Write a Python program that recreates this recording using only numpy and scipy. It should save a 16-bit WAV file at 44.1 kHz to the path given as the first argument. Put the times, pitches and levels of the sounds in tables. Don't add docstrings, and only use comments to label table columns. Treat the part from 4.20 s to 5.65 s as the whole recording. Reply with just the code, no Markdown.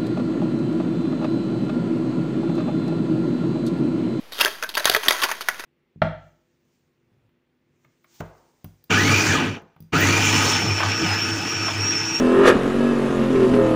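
import sys
import numpy as np
from scipy import signal
from scipy.fft import rfft, irfft
from scipy.io import wavfile
from scipy.ndimage import map_coordinates

SR = 44100
rng = np.random.default_rng(int(sys.argv[2]) if len(sys.argv) > 2 else 0)


def magnitude_from_level(level_db):
    exponent = np.asarray(level_db, float) / 20
    return 10 ** exponent


def wrap_up_sound(samples):
    columns = np.atleast_2d(samples).T
    tamed = np.clip(columns, -1, 1)
    steps = np.round(tamed * 32767).astype(np.int16)
    wavfile.write(sys.argv[1], SR, steps)


N = 63945


def room_tone():
    # (frequency [Hz], level [dB per Hz])
    density = [(25, -2.5), (100, -8.5), (200, -2.5), (400, 0), (1500, -5), (3000, -6), (8000, -13)]
    hz = np.arange(N // 2 + 1) * SR / N + 1
    density_hz, density_db = np.array(density).T
    db = np.interp(np.log(hz), np.log(density_hz), density_db)
    hiss = irfft(rfft(rng.standard_normal(N)) * magnitude_from_level(db), N)
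    return hiss / hiss.std() * magnitude_from_level(-48)


def fade(start, hold, decay_ms):
    t = np.arange(N) / SR - start
    onset = np.clip(t * 2000, 0, 1)
    return onset * np.exp(-np.clip(t - hold, 0, None) / (decay_ms / 1000))


def slips():
    slips_per_s, spread_db = 5000, 3.5
    happens = rng.random(N) < slips_per_s / SR
    size = magnitude_from_level(spread_db * np.minimum(rng.exponential(size=N), 4))
    x = happens * size * np.sign(rng.standard_normal(N))
    return x / x.std()


def shares(db, base_db, rim_db):
    return magnitude_from_level(db + np.array([base_db, 0, rim_db]))


def forces():
    # (time [s], level [dB], base minus wall [dB], rim minus wall [dB], chatter decay [ms])
    snaps = [(.1216, -28.5, 1, 1.5, 3.7), (.1902, -20.5, 7, 3.5, 1.8), (.2488, -11.5, 9, 5.5, 1.4),
             (.2584, -4.5, -19, -18, 1.6), (.4262, -11, -26, -17, 1.8), (.4357, -15, 1, -8, 1.9),
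             (.4909, -29, -9, 10, 6), (.5521, -31.5, -6, 17.5, 4.5), (.5712, -11, 5, -4.5, 7.1),
             (.5966, -18.5, -1, 1.5, 4.7), (.6443, -25, -8, 7, 14), (.6553, -5, -1, 6.5, 2.5),
             (.6975, -8.5, 10.5, 11.5, 2.1), (.7484, -2.5, 5, -2, 2.2), (.7632, -15, -9, 1.5, 3.2),
             (.832, -20, -23, -3, 16), (.8833, -12, -16, 13, 4.1), (.9078, -1, -6, -6.5, 2.2),
             (.9212, -19.5, -6, 6.5, 2.2), (1.0337, -11.5, -30, 1.5, 3.7), (1.1143, -7, -8, -19.5, 6.1),
             (1.209, -24, -19, 4, 2.9), (1.2858, -2, -8, -15, 3.8), (1.3955, -22, -21, -4, 7.8)]
    # (time [s], level [dB], base minus wall [dB], rim minus wall [dB])
    ticks = [(0.133, -45, -10, 6), (0.15, -44, -10, 7), (.165, -48, -8, 1), (0.183, -22.5, 2, -12),
             (0.2642, -15, -10, -17), (.286, -20.5, -17, -11), (0.419, -32, -4, 3),
             (0.4999, -38.5, -12, 10.5), (.541, -30.5, -14, 8), (0.546, -34, -10, 12.5),
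             (.575, -25, -15, -15), (.578, -18, -19, 4.5), (0.587, -30, -7, -14), (0.6746, -21, -10, -13),
             (0.715, -27, -6, 9), (0.949, -16, -13, -18), (1.0004, -27, -12, 6), (1.022, -19, -18, -17),
             (1.215, -27, 6, -8), (1.298, -17, -29, -20), (1.345, -24.5, -16, -29), (1.439, -20, -26, -9)]
    # (time [s], length [s], level [dB], rim minus wall [dB], base minus wall [dB])
    rasps = [(0.114, 0.008, -49.5, 3, -2), (0.198, 0.007, -25, 3, -18), (.207, 0.0098, -22.5, 8.5, -6),
             (0.226, 0.019, -23, -12, 1), (0.254, 0.029, -24.5, -29, 3), (0.426, 0.017, -26, -6, -5),
             (0.462, 0.005, -45, -7, -15), (0.513, 0.0049, -52, 9, -25), (0.568, 0.024, -29.5, -6.5, -7),
             (0.598, 0.04, -35, -4, 2.5), (0.663, 0.02, -19, -2.5, -9), (0.686, 0.0098, -28, 3, 9),
             (0.713, 0.019, -24.5, -2.5, 4), (0.736, 0.008, -33, 12, 5), (0.746, 0.02, -22.5, -7.5, -2),
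             (0.763, 0.016, -33.5, -26, -6), (0.86, 0.01, -26, -22, 2), (0.884, 0.018, -27.5, -2, -18),
             (1.016, 0.024, -31, 6, -12), (1.036, 0.014, -21.5, 0, -33), (1.086, 0.018, -26, -5.5, -9),
             (1.207, 0.014, -37, 2, -15),]
    # (time [s], level [dB], rim minus wall [dB])
    crackle = [(0.1, -53.5, 16.5), (0.17, -39.5, 5.5), (0.317, -38.5, 4.5), (0.542, -46.5, -22),
               (0.788, -36.5, -4), (0.93, -23.5, -8), (1.198, -40.5, -1), (1.45, -41.5, -4)]
    chatter_db, tick_decay_ms, rasp_decay_ms, crackle_base_db = -5, 2.7, 3.9, -4

    times, blows, grip = [], [], np.zeros((3, N))
    for start, db, base_db, rim_db, decay_ms in list(snaps) + [(*row, tick_decay_ms) for row in ticks]:
        times.append(start)
        blows.append(shares(db, base_db, rim_db))
        chatter = shares(db + chatter_db, base_db, rim_db)
        grip += chatter[:, None] * fade(start, 0, decay_ms)
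    for start, length, db, rim_db, base_db in rasps:
        grip += shares(db, base_db, rim_db)[:, None] * fade(start, length, rasp_decay_ms)

    t = np.arange(N) / SR
    at, db, rim_db = np.array(crackle).T
    differences = np.array([np.full(N, crackle_base_db), np.zeros(N), np.interp(t, at, rim_db)])
    pressure = magnitude_from_level(np.interp(t, at, db) + differences + 0.5)
    return np.array(times), np.array(blows).T, grip + pressure * (t > snaps[0][0])


def bend():
    wander_db, interval_s = 2, 0.018
    t = np.arange(N) / SR
    return magnitude_from_level(wander_db * np.interp(t / interval_s, np.arange(200), rng.standard_normal(200)))


def ring(force, hz, t60):
    radius = np.exp(-np.log(1000) / (t60 * SR))
    angle = 2 * np.pi * hz / SR
    gain = np.sin(angle) * np.sqrt(4 * (1 - radius))
    return signal.lfilter([gain], [1, -2 * radius * np.cos(angle), radius * radius], force)


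def cut_lows(x):
    return signal.sosfilt(signal.butter(4, 328, "high", fs=SR, output="sos"), x)


def tray():
    # (frequency [Hz], level [dB], t60 [s])
    base = [(422, -9.5, 0.05), (647, -4.5, 0.064), (746, -9.5, 0.029)]
    # (frequency [Hz], level [dB], t60 [s])
    wall = [(1061, -18, 0.075), (1154, -13, 0.036), (1508, -5.5, 0.024), (1678, -6, 0.033),
            (1947, -3, 0.0067), (2540, -3.5, 0.0059), (6366, 1, 0.0035)]
    # (frequency [Hz], level [dB], t60 [s])
    rim = [(3268, 3, 0.0077), (3754, -0.5, 0.0053), (4276, -5.5, 0.0056), (4740, -4.5, 0.0059)]
    # (low edge [Hz], high edge [Hz], level [dB])
    cracks = [
        (863, 2240, 2.5),
        (3350, 6100, 1),
    ]
    blow_spread_db, crack_db, spike_db = 5.5, -4.5, -16

    times, blows, grip = forces()
    at = (times * SR).astype(int)
    slip = grip * slips()
    out = np.zeros(N)
    for part, modes in enumerate((base, wall, rim)):
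        for hz, db, t60 in modes:
            force = slip[part] * (0.51 + rng.standard_normal(N) * 0.71)
            force[at] += 3 * blows[part] * magnitude_from_level(blow_spread_db * rng.standard_normal(len(at)))
            out += magnitude_from_level(db - 11.5) * ring(force * bend(), hz, t60)
    for part, (low_hz, high_hz, db) in enumerate(cracks, start=1):
        crack = slip[part].copy()
        crack[at] += 3 * blows[part]
        band = signal.sosfilt(signal.butter(2, [low_hz, high_hz], "band", fs=SR, output="sos"), crack)
        out += magnitude_from_level(crack_db + db) * band + magnitude_from_level(spike_db) * crack
    return cut_lows(out)


def lone_ring(start, hz, db, t60, attack_ms):
    age = np.clip(np.arange(N) / SR - start, 0, None)
    attack = np.clip(age * 1000 / attack_ms, 0, 1)
    return magnitude_from_level(db - 60 * age / t60) * np.sin(2 * np.pi * hz * age) * attack


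def knocks():
    # (time [s], frequency [Hz], level [dB], t60 [s])
    bumps = [(.1215, 520, -30.5, 0.025), (0.209, 162, -41, 0.034), (0.2571, 1570, -5, 0.017),
             (.265, 600, -26.5, .1), (0.43, 486, -30.5, 0.049), (0.436, 1617, -24, 0.035),
             (0.452, 1565, -33, .06), (.572, 580, -26, 0.12), (1, 40, -56, .08), (0.5956, 3950, -12, 0.017),
             (0.653, 113.4, -34, 0.011), (.6555, 690, -14, 0.019), (.657, 3980, 1.5, 0.0083),
             (.699, 400, -39, 0.028), (0.7646, 436, -18, 0.086), (.7652, 612, -18, 0.05),
             (0.871, 299, -26.5, 0.041), (0.9092, 1970, -4.5, 0.024), (.91, 90, -45, 0.022),
             (1.396, 375.8, -27.5, 0.029)]
    return -sum(lone_ring(start, hz, db, t60, 3.1) for start, hz, db, t60 in bumps)


def pings():
    # (time [s], frequency [Hz], level [dB], t60 [s])
    lone_patches = [(.1216, 4440, -27.5, 0.018), (.132, 3800, -21, .012), (0.2478, 1770, -10.5, 0.0087),
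                    (.249, 4500, -16, 0.0093), (.2695, 3360, -19, 0.0089), (.2697, 4680, -31, 0.0082),
                    (.4909, 3910, -24, .02), (.4912, 4320, -26, 0.022), (0.5512, 2650, -18, 0.017),
                    (.5524, 3690, -19, 0.018), (.5527, 4350, -18.5, 0.018), (0.554, 5400, -25, .012),
                    (.5533, 940, -30.5, 0.064), (0.5703, 1490, -16, 0.013), (.5746, 1180, -11.5, 0.0087),
                    (.5749, 1640, -17, 0.022), (.605, 617, -23.5, 0.033), (.6445, 2140, -15, .015),
                    (.645, 3840, -21, 0.014), (.6453, 4360, -20, 0.013), (.6975, 3430, -7.5, 0.014),
                    (.6977, 4600, -26, .012), (.7483, 1910, -2.5, 0.0052), (.7485, 2520, -10.5, 0.012),
                    (.7487, 1600, -14, .02), (0.7625, 1250, -7.5, 0.018), (0.7643, 3250, -24, .015),
                    (.7638, 1660, -21, 0.018), (.8831, 1863, -9.5, .025), (.8834, 3460, -22, 0.017),
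                    (.9078, 1340, -12, 0.017), (1.0005, 1930, -28, 0.024), (1.0337, 2550, -14.5, 0.023),
                    (1.034, 3080, -11, 0.018), (1.037, 1990, -10.5, 0.014), (1.1142, 1480, -19, 0.026),
                    (1.1145, 1777, -26, 0.049), (1.2088, 1250, -17, .014), (1.2091, 3690, -32, 0.026),
                    (1.2094, 4440, -25, 0.017), (1.2857, 1840, -6.5, 0.0064), (1.2859, 2630, -19, 0.0042),
                    (1.2861, 6200, -18, 0.016), (1.2875, 1430, -14.5, 0.021), (1.297, 1696, -27.5, 0.033)]
    return cut_lows(sum(lone_ring(start, hz, db, t60, 0.51) for start, hz, db, t60 in lone_patches))


def squeaks():
    # (time [s], length [s], frequency [Hz], level [dB])
    rubs = [(0.195, 0.0124, 1410, -26.5), (0.2063, 0.013, 2770, -20), (.207, 0.008, 3150, -24.5),
            (0.2073, 0.0093, 3710, -29), (.208, 0.0089, 1190, -25), (0.2087, 0.0091, 5200, -21.5),
            (.213, .06, 1640, -28.5), (0.234, 0.0024, 1370, -22), (0.4244, .021, 1570, -27.5),
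            (0.58, 0.013, 1610, -30), (0.6, 0.0089, 1700, -30.5), (0.659, 0.0228, 1840, -25.5),
            (.91, 0.054, 970, -37.5), (1.021, 0.01, 1100, -26), (1.038, 0.012, 1500, -22),
            (1.0387, 0.005, 4750, -27.5), (1.041, 0.022, 1020, -32), (1.088, 0.01, 1190, -27),
            (1.1, 0.0043, 1550, -32.5), (1.21, 0.0075, 2980, -37), (1.2105, .008, 5200, -42)]
    friction = rng.standard_normal(N)
    out = np.zeros(N)
    for start, length, hz, db in rubs:
        out += magnitude_from_level(db) * ring(friction * fade(start, length, 0.58), hz, 0.016)
    return cut_lows(out)


def drone():
    start_s, length_s, hz, db = 0.687, 0.11, 108, -48
    t = np.arange(N) / SR
    swell = np.sin(np.pi * np.clip((t - start_s) / length_s, 0, 1))
    return magnitude_from_level(db) * swell * np.sin(2 * np.pi * hz * t)


def desk_echo(direct):
    delay_ms, db = 1.111, -20
    return magnitude_from_level(db) * np.roll(direct, int(delay_ms * SR / 1000))


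def room_tail(direct):
    t60_s, db = 0.28, -15
    t = np.arange(SR // 2) / SR
    tail = rng.standard_normal(len(t)) * magnitude_from_level(-60 * t / t60_s) * np.clip(t / 0.0013, 0, 1)
    tail = signal.lfilter([1], [1, -0.4], tail)
    tail *= magnitude_from_level(db) / np.sqrt(np.sum(tail ** 2))
    return signal.fftconvolve(direct, tail)[:N]


def scene():
    direct = tray() + pings() + squeaks()
    mix = direct + desk_echo(direct) + room_tail(direct)
    mix = mix + knocks() + drone() + room_tone()
    return mix[None]


def sample_and_hold(x):
    camera_rate, top_hz = 16000, 15700
    at = np.floor(np.arange(N) * camera_rate / SR) * SR / camera_rate
    held = np.clip(map_coordinates(x, [at], mode="mirror"), -1, 1)
    return signal.sosfilt(signal.ellip(8, 0.2, 60, top_hz, fs=SR, output="sos"), held)


def top_cut(x):
    return signal.sosfilt(signal.butter(12, 17000, fs=SR, output="sos"), x)


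def record(dry):
    x = signal.sosfilt(signal.butter(4, 6160, fs=SR, output="sos"), dry[0])
    finished = sample_and_hold(x) - 0.0044
    return top_cut(finished[None])


dry = scene()
out = record(dry)
wrap_up_sound(out)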